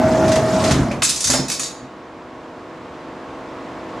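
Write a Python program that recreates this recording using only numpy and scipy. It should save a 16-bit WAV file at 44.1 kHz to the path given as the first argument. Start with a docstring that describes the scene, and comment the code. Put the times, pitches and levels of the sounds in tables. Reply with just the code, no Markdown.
"""A hydraulic shear finishes its stroke. First the pump whines (wavering tones) over a heavy rumble and
a hiss (shaped noise), and the blade ticks through the sheet in short noise bursts. It breaks out with
a thud (ringing frame modes and dull noise). Then the cut strip falls, clangs (bending modes) and rattles
in the chute (noise and small clicks). The idling motor, there all along as a stack of shaft tones in
soft noise, is left humming in the hall."""
import sys
import numpy as np
from scipy import signal
from scipy.fft import rfft, irfft
from scipy.io import wavfile
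from scipy.ndimage import uniform_filter1d

SR = 44100
rng = np.random.default_rng(int(sys.argv[2]) if len(sys.argv) > 2 else 0)


def generate_wav(sig):
    """Save sig (samples, or channels by samples) to the path in sys.argv[1] as 16-bit PCM at SR."""
    pcm = np.round(np.clip(np.atleast_2d(sig).T, -1, 1) * 32767).astype(np.int16)
    wavfile.write(sys.argv[1], SR, pcm)


def volts_from_decibels(level):
    """Turn decibel levels (scalar or array-like) into linear amplitude factors."""
    exponent = np.asarray(level, float) / 20
    return 10 ** exponent


N = 176400  # samples: 4 s

# A "t60" is the time in which a sound dies by 60 dB. Levels in spectra and mode lists are relative.
# Loaded pump over time: time_s, whine_db, rumble_db, cutting_hiss_db
PUMP_LOAD = [(0, -13.5, -17.5, -36.5), (.31, -12.5, -17.5, -31), (.42, -17, -19.5, -35.5),
             (.7, -17.5, -18.5, -24.5), (.86, -31, -24.5, -40), (1.02, -32, -27.5, -49.5)]
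# Tones of the pump whine: multiple of the whine pitch, level_db
WHINE_TONES = [(1, -4), (1.073, -17.5), (1.348, -20)]
# Spectrum of the rumble in the frame: pitch_hz, level_db (per Hz)
RUMBLE_SPECTRUM = [(30, -38), (105, -2.5), (160, -8), (240, -2), (480, -13.5), (640, -8), (900, -15),
                   (1800, -23.5), (6000, -57)]
# Spectrum of the cutting hiss and the ticks: pitch_hz, level_db (per Hz)
HISS_SPECTRUM = [(1200, -7.5), (2500, -12), (6500, -11), (11500, -26.5), (15100, -53)]
# Blade ticks: start_s, level_db
BLADE_TICKS = [(0.2793, -26), (0.3177, -20), (0.3565, -21), (0.6405, -19.5), (0.7094, -16.5), (0.914, -33)]
# Thuds through the frame: start_s, level_db, spot_hz (modes near this pitch are struck hardest)
FRAME_THUDS = [(0.71, -14, 70), (0.749, -18.5, 146.7), (.79, -15, 135), (0.911, -26.5, 2315),
               (1.257, -29.5, 75), (1.297, -20.5, 398), (1.339, -18.5, 501), (1.389, -20, 261),
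               (1.821, -37, 200)]
# Ringing modes of the frame: pitch_hz, level_db, t60_s
FRAME_MODES = [(52, 1, 0.039), (75, 0.5, 0.075), (133.6, 0, 0.47), (250.8, -0.5, 0.277), (581, -4.5, 0.081),
               (760, -17.5, .12)]
# Spectrum of the dull thump, before the struck spot tilts it: pitch_hz, level_db (per Hz)
THUMP_SPECTRUM = [(30, -3), (226, -7.5), (629, -12), (2500, -3.5), (7000, -60)]
# Blows of the falling strip: start_s, level_db, crack_db (mid-pitched part, on top of level_db), spot_hz
STRIP_BLOWS = [(1.0198, -17, 5.5, 4920), (1.0308, -13, -12, 9710), (1.048, -17.5, -13, 7340),
               (1.0892, -16.5, -14, 6406), (1.1591, -22, -18, 6111), (1.2043, -20.5, -15, 8457),
               (1.2406, -15.5, -10, 6406), (1.27, -17.5, -17, 6111), (1.3, -14, -7.5, 5730),
               (1.3341, -17.5, 1, 5202), (1.482, -25, -7, 2557), (1.499, -21.5, -2, 5802),
               (1.515, -21, -3, 4580), (1.5937, -20, -4, 6700), (1.631, -25, -7, 3830)]
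# Bending modes of the strip: pitch_hz
STRIP_MODES = [2557, 3634, 3885, 4365, 4650, 4920, 5202, 5490, 5802, 6111, 6406, 6725, 7038, 7340, 7525,
               7690, 7990, 8323, 8457, 8800, 9088, 9420, 9747, 10082, 10550, 10760, 11150]
# Ringing time of the strip modes: pitch_hz, t60_s
STRIP_RING = [(2500, .4), (5000, .33), (12000, .16)]
# Spectrum of the dense chute modes, which also sets the strip modes: pitch_hz, level_db (per Hz)
CRASH_SPECTRUM = [(500, -25.5), (1200, -6), (2770, -11.5), (6900, -3.5), (11000, -10.5), (12800, -18),
                  (15100, -84.5)]
# Dying time of the chute crash: pitch_hz, t60_s
CRASH_RING = [(800, .14), (4000, .33), (12000, .1)]
# Idling motor over time: time_s, level_db
MOTOR_LEVEL = [(2.2, -42), (4, -36)]
# Strength of each shaft order, from the lowest one heard upward: level_db
SHAFT_ORDERS = [-43.5, -42.5, -45.5, -40.5, -52, -42.5, -60.5, -68, -44.5, -45.5, -43.5, -48.5, -57, -47,
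                -52.5, -44.5, -47.5, -47.5, -46, -58, -50.5, -53, -57.5, -58, -49.5, -55, -47.5, -56, -61,
                -46, -53, -57.5, -49.5, -55, -44.5]
# Spectrum of the roar of fan and oil: pitch_hz, level_db (per Hz)
AIR_SPECTRUM = [(60, -11), (240, -5), (415, -10.5), (1200, -9.5), (7280, -36.5), (12000, -54)]
# How alike left and right are in the noises: pitch_hz, likeness (1 = the same)
LIKENESS = [(60, 0.987), (380, 0.99), (2350, 0.8764), (14700, 0.693)]
# Dying time of the hall: pitch_hz, t60_s
HALL_RING = [(300, 1), (8000, 0.42)]

WHINE_HZ, WHINE_STOP_S, WHINE_T60_S = 637, 0.715, 0.24
WHINE_WAVER_DB = 2  # for the base tone; times the multiple for the others
TICK_T60_S = 0.19
FRAME_AWAY_DB = -10  # per octave away from the struck spot
THUMP_T60_S, THUMP_DB = 0.53, -2  # the time is for a spot at the lowest frame mode
SPOT_SPREAD_DB, STRIP_AWAY_DB = 3, -3  # random spread per mode; drop per octave away from the spot
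FIRST_EXTRA_DB, REST_EXTRA_DB = 1, 10  # extra for the struck mode: at the first blow, at rest
WIDE_DB, CRASH_DB = -11, -2.5  # left-right difference and chute crash, against the strip modes
SPLIT_HZ, CRACK_T60_S = 3400, 0.17
CHATTER_PER_S, CHATTER_DB, CHATTER_FADE_S, CLICK_T60_S = 980, -5.5, 0.045, 0.011
REST_S, REST_T60_S = 1.72, 0.09  # the strip lies flat and its ringing is damped
SHAFT_HZ, FIRST_ORDER = 24.97, 10
SHAFT_DB, SHAFT_WAVER_DB, AIR_DB = 3, 1.5, 1
HALL_DB = -10
MIC_LOW_HZ, MIC_TOP_HZ, RIGHT_DB = 47.5, 14000, 0.45


def evened(x):
    """Scales to an rms (average strength) of 1."""
    return x / np.sqrt(np.mean(x ** 2) + 1e-20)


def peaked(x):
    """Scales so that the first 10 ms have rms 1."""
    return x / np.sqrt(np.mean(x[..., :SR // 100] ** 2))


def read(points, hz):
    """Reads a table between its points, on a log-frequency axis."""
    f, value = np.transpose(points)
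    return np.interp(np.log(hz + 1), np.log(f + 1), value)


def curve(table, column):
    """One column of a table over time, as a value per sample."""
    points = np.array(table)
    return np.interp(np.arange(N) / SR, points[:, 0], points[:, column])


def slow(top_hz, count=1):
    """Slow random drifts with nothing faster than top_hz, rms 1."""
    hop = SR // 100
    frames = N // hop + 2
    z = rfft(rng.standard_normal((count, frames)))
    z[:, np.fft.rfftfreq(frames, hop / SR) > top_hz] = 0
    drifts = evened(irfft(z, frames))
    return np.array([np.interp(np.arange(N) / hop, np.arange(frames), v) for v in drifts])


def noise(spectrum, patchy_db, size=1024, count=N, t60=None):
    """Stereo noise from random short-time spectra with patches; t60 by band makes it a dying burst."""
    hop = size // 4
    frames, hz = count // hop + 5, np.fft.rfftfreq(size, 1 / SR)
    a, b, c, d, patch = rng.standard_normal((frames, len(hz), 5)).T
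    patch = uniform_filter1d(patch, size=8, axis=0)
    patch = evened(uniform_filter1d(patch, size=10, axis=1))
    same = np.clip(read(LIKENESS, hz), -1, 1)[:, None]
    left, other = a + 1j * b, c + 1j * d
    z = np.array([left, same * left + np.sqrt(1 - same ** 2) * other])
    z *= volts_from_decibels(read(spectrum, hz)[:, None] + patchy_db * patch)
    if t60:
        band_t60 = np.maximum(read(t60, hz), .01)[:, None]
        z *= volts_from_decibels(-60 * np.arange(frames) * hop / SR / band_t60)
    return signal.istft(z, nperseg=size, noverlap=size - hop)[1][:, :count]


def modes_of(hz, t60, seconds):
    """Dying complex oscillations, one column per mode."""
    t = np.arange(round(seconds * SR))[:, None] / SR
    return np.exp((2j * np.pi * hz - np.log(1000) / t60) * t)


def ring(modes, db):
    """Strikes the modes with these strengths and random phases."""
    strike = volts_from_decibels(db) * np.exp(2j * np.pi * rng.random(len(db)))
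    return peaked((modes @ strike).real)


def add(mix, s, sound):
    """Mixes a sound in at time s, cut off at the end of the mix."""
    part = mix[:, round(s * SR):][:, :sound.shape[-1]]
    part += sound[..., :part.shape[1]]


def pump():
    """Whine that dies when the blade breaks through, rumble in the frame, cutting hiss."""
    t = np.arange(N) / SR
    stop_db = -60 * np.maximum(t - WHINE_STOP_S, 0) / WHINE_T60_S
    waver = slow(top_hz=24.4, count=len(WHINE_TONES))
    whine = np.zeros(N)
    for (k, db), w in zip(WHINE_TONES, waver[::-1]):
        # the same drift sways the level and, slightly, the phase
        tone = np.sin(2 * np.pi * k * WHINE_HZ * t + 0.075 * k * w)
        whine += volts_from_decibels(db + WHINE_WAVER_DB * k * w) * np.sqrt(2) * tone
    rumble = evened(noise(RUMBLE_SPECTRUM, patchy_db=2, size=2048))
    hiss = evened(noise(HISS_SPECTRUM, patchy_db=2.5, size=256))
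    whine = volts_from_decibels(curve(PUMP_LOAD, column=1) + stop_db) * whine
    rumble = volts_from_decibels(curve(PUMP_LOAD, column=2)) * rumble
    hiss = volts_from_decibels(curve(PUMP_LOAD, column=3)) * hiss
    out_db = -400 * np.maximum(t - PUMP_LOAD[-1][0], 0)  # quick fade after the last table row
    return volts_from_decibels(out_db) * (whine + rumble + hiss)


def ticks():
    """Short bright noise bursts as the sheet gives way under the blade."""
    out = np.zeros((2, N))
    t = np.arange(SR // 6) / SR
    for s, db in BLADE_TICKS:
        burst = evened(noise(HISS_SPECTRUM, patchy_db=-0.5, size=256, count=len(t)))
        onset = np.minimum(t / 0.00067, 1)
        add(out, s, volts_from_decibels(db - 60 * t / TICK_T60_S) * onset * burst)
    return out


def thuds():
    """Blows into the frame: modes near the struck spot and a dull thump, shorter the higher the spot."""
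    out, (hz, db, t60) = np.zeros((2, N)), np.transpose(FRAME_MODES)
    frame = modes_of(hz, t60, seconds=.5)
    t = np.arange(len(frame)) / SR
    for s, level_db, spot_hz in FRAME_THUDS:
        strike = volts_from_decibels(db + FRAME_AWAY_DB * abs(np.log2(hz / spot_hz)))
        modes = peaked((frame @ strike).imag)
        colour = [(f, g + FRAME_AWAY_DB * abs(np.log2(f / spot_hz))) for f, g in THUMP_SPECTRUM]
        thump = evened(noise(colour, patchy_db=-0.5, size=1024, count=len(t)))
        thump_t60 = THUMP_T60_S * np.cbrt(hz.min() / spot_hz)
        thump = thump * volts_from_decibels(THUMP_DB - 60 * t / thump_t60)
        onset = np.minimum(t / .002, 1)
        add(out, s, volts_from_decibels(level_db) * (modes + onset * thump))
    return out


def strip():
    """Each blow strikes the strip's modes at a spot and shakes the chute; edges chatter in small clicks."""
    out, hz = np.zeros((2, N)), np.array(STRIP_MODES)
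    modes = modes_of(hz, read(STRIP_RING, hz), seconds=.35)
    t = np.arange(len(modes)) / SR
    t_chatter = np.arange(SR // 8) / SR
    low = signal.butter(2, SPLIT_HZ, fs=SR, output="sos")
    for s, level_db, crack_db, spot_hz in STRIP_BLOWS:
        db = read(CRASH_SPECTRUM, hz) + STRIP_AWAY_DB * abs(np.log2(hz / spot_hz))
        db += SPOT_SPREAD_DB * rng.standard_normal(len(hz))
        # the struck mode stands out more as the strip settles
        extra_db = np.interp(s, (STRIP_BLOWS[0][0], REST_S), (FIRST_EXTRA_DB, REST_EXTRA_DB))
        db[np.argmin(abs(hz - spot_hz))] += extra_db
        mid, side = ring(modes, db), ring(modes, db)
        crash = peaked(noise(CRASH_SPECTRUM, patchy_db=0.0, size=256, count=len(t), t60=CRASH_RING))
        body = mid + volts_from_decibels(WIDE_DB) * np.array([side, -side]) + volts_from_decibels(CRASH_DB) * crash
        under = signal.sosfilt(low, body)
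        bright = peaked(body - under)
        crack = peaked(under) * volts_from_decibels(crack_db - 60 * t / CRACK_T60_S)
        # chatter: clicks at random moments and strengths, thinning out in level
        struck = rng.random(len(t_chatter)) < CHATTER_PER_S / SR
        strength = rng.standard_normal(len(t_chatter)) * np.exp(-t_chatter / CHATTER_FADE_S)
        chatter = volts_from_decibels(CHATTER_DB) * struck * strength
        click = bright[:, :len(t_chatter)] * volts_from_decibels(-60 * t_chatter / CLICK_T60_S)
        add(out, s, volts_from_decibels(level_db) * signal.fftconvolve(click, chatter[None], axes=1))
        onset = np.minimum(t / .002, 1)
        add(out, s, volts_from_decibels(level_db) * onset * (bright + crack))
    rest_db = -60 * np.maximum(np.arange(N) / SR - REST_S, 0) / REST_T60_S
    return out * volts_from_decibels(rest_db)


def motor():
    """Wavering tones at whole multiples (orders) of the shaft speed, in the roar of fan and oil."""
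    t = np.arange(N) / SR
    order, db = FIRST_ORDER + np.arange(len(SHAFT_ORDERS))[:, None], np.array(SHAFT_ORDERS)[:, None]
    waver = slow(top_hz=9.4, count=len(order))
    turns = SHAFT_HZ * order * t + rng.random((len(order), 1))
    tones = np.sin(2 * np.pi * turns + 0.17 * waver[::-1])
    hum = evened((volts_from_decibels(db + SHAFT_WAVER_DB * waver) * tones).sum(0))
    air = evened(noise(AIR_SPECTRUM, patchy_db=0.5))
    return volts_from_decibels(curve(MOTOR_LEVEL, column=1)) * (volts_from_decibels(SHAFT_DB) * hum + volts_from_decibels(AIR_DB) * air)


def hall(x):
    """Diffuse tail of dying noise, each band dying at its own speed."""
    flat = [(20, 0), (20000, 0)]
    tail = noise(flat, patchy_db=0, size=256, count=SR, t60=HALL_RING)
    tail[:, :SR // 100] = 0  # the first 10 ms stay silent
    return signal.fftconvolve(x, tail / np.linalg.norm(tail[0]), axes=1)[:, :N]


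def scene():
    """All sources together; the ticks, thuds and strip blows also fill the hall."""
    blows = ticks() + thuds() + strip()
    return pump() + motor() + blows + volts_from_decibels(HALL_DB) * hall(blows)


def band_limit(x):
    """A steep low-pass at the top of the band."""
    return signal.sosfilt(signal.butter(12, 15270, fs=SR, output="sos"), x)


def record(dry):
    """A microphone deaf to deep bass and top treble, slightly louder on the right."""
    band = signal.butter(4, [MIC_LOW_HZ, MIC_TOP_HZ], "band", fs=SR, output="sos")
    heard = signal.sosfilt(band, dry)
    mix = heard * volts_from_decibels(np.array([[0], [RIGHT_DB]]))
    return band_limit(mix)


dry = scene()
out = record(dry)
generate_wav(out)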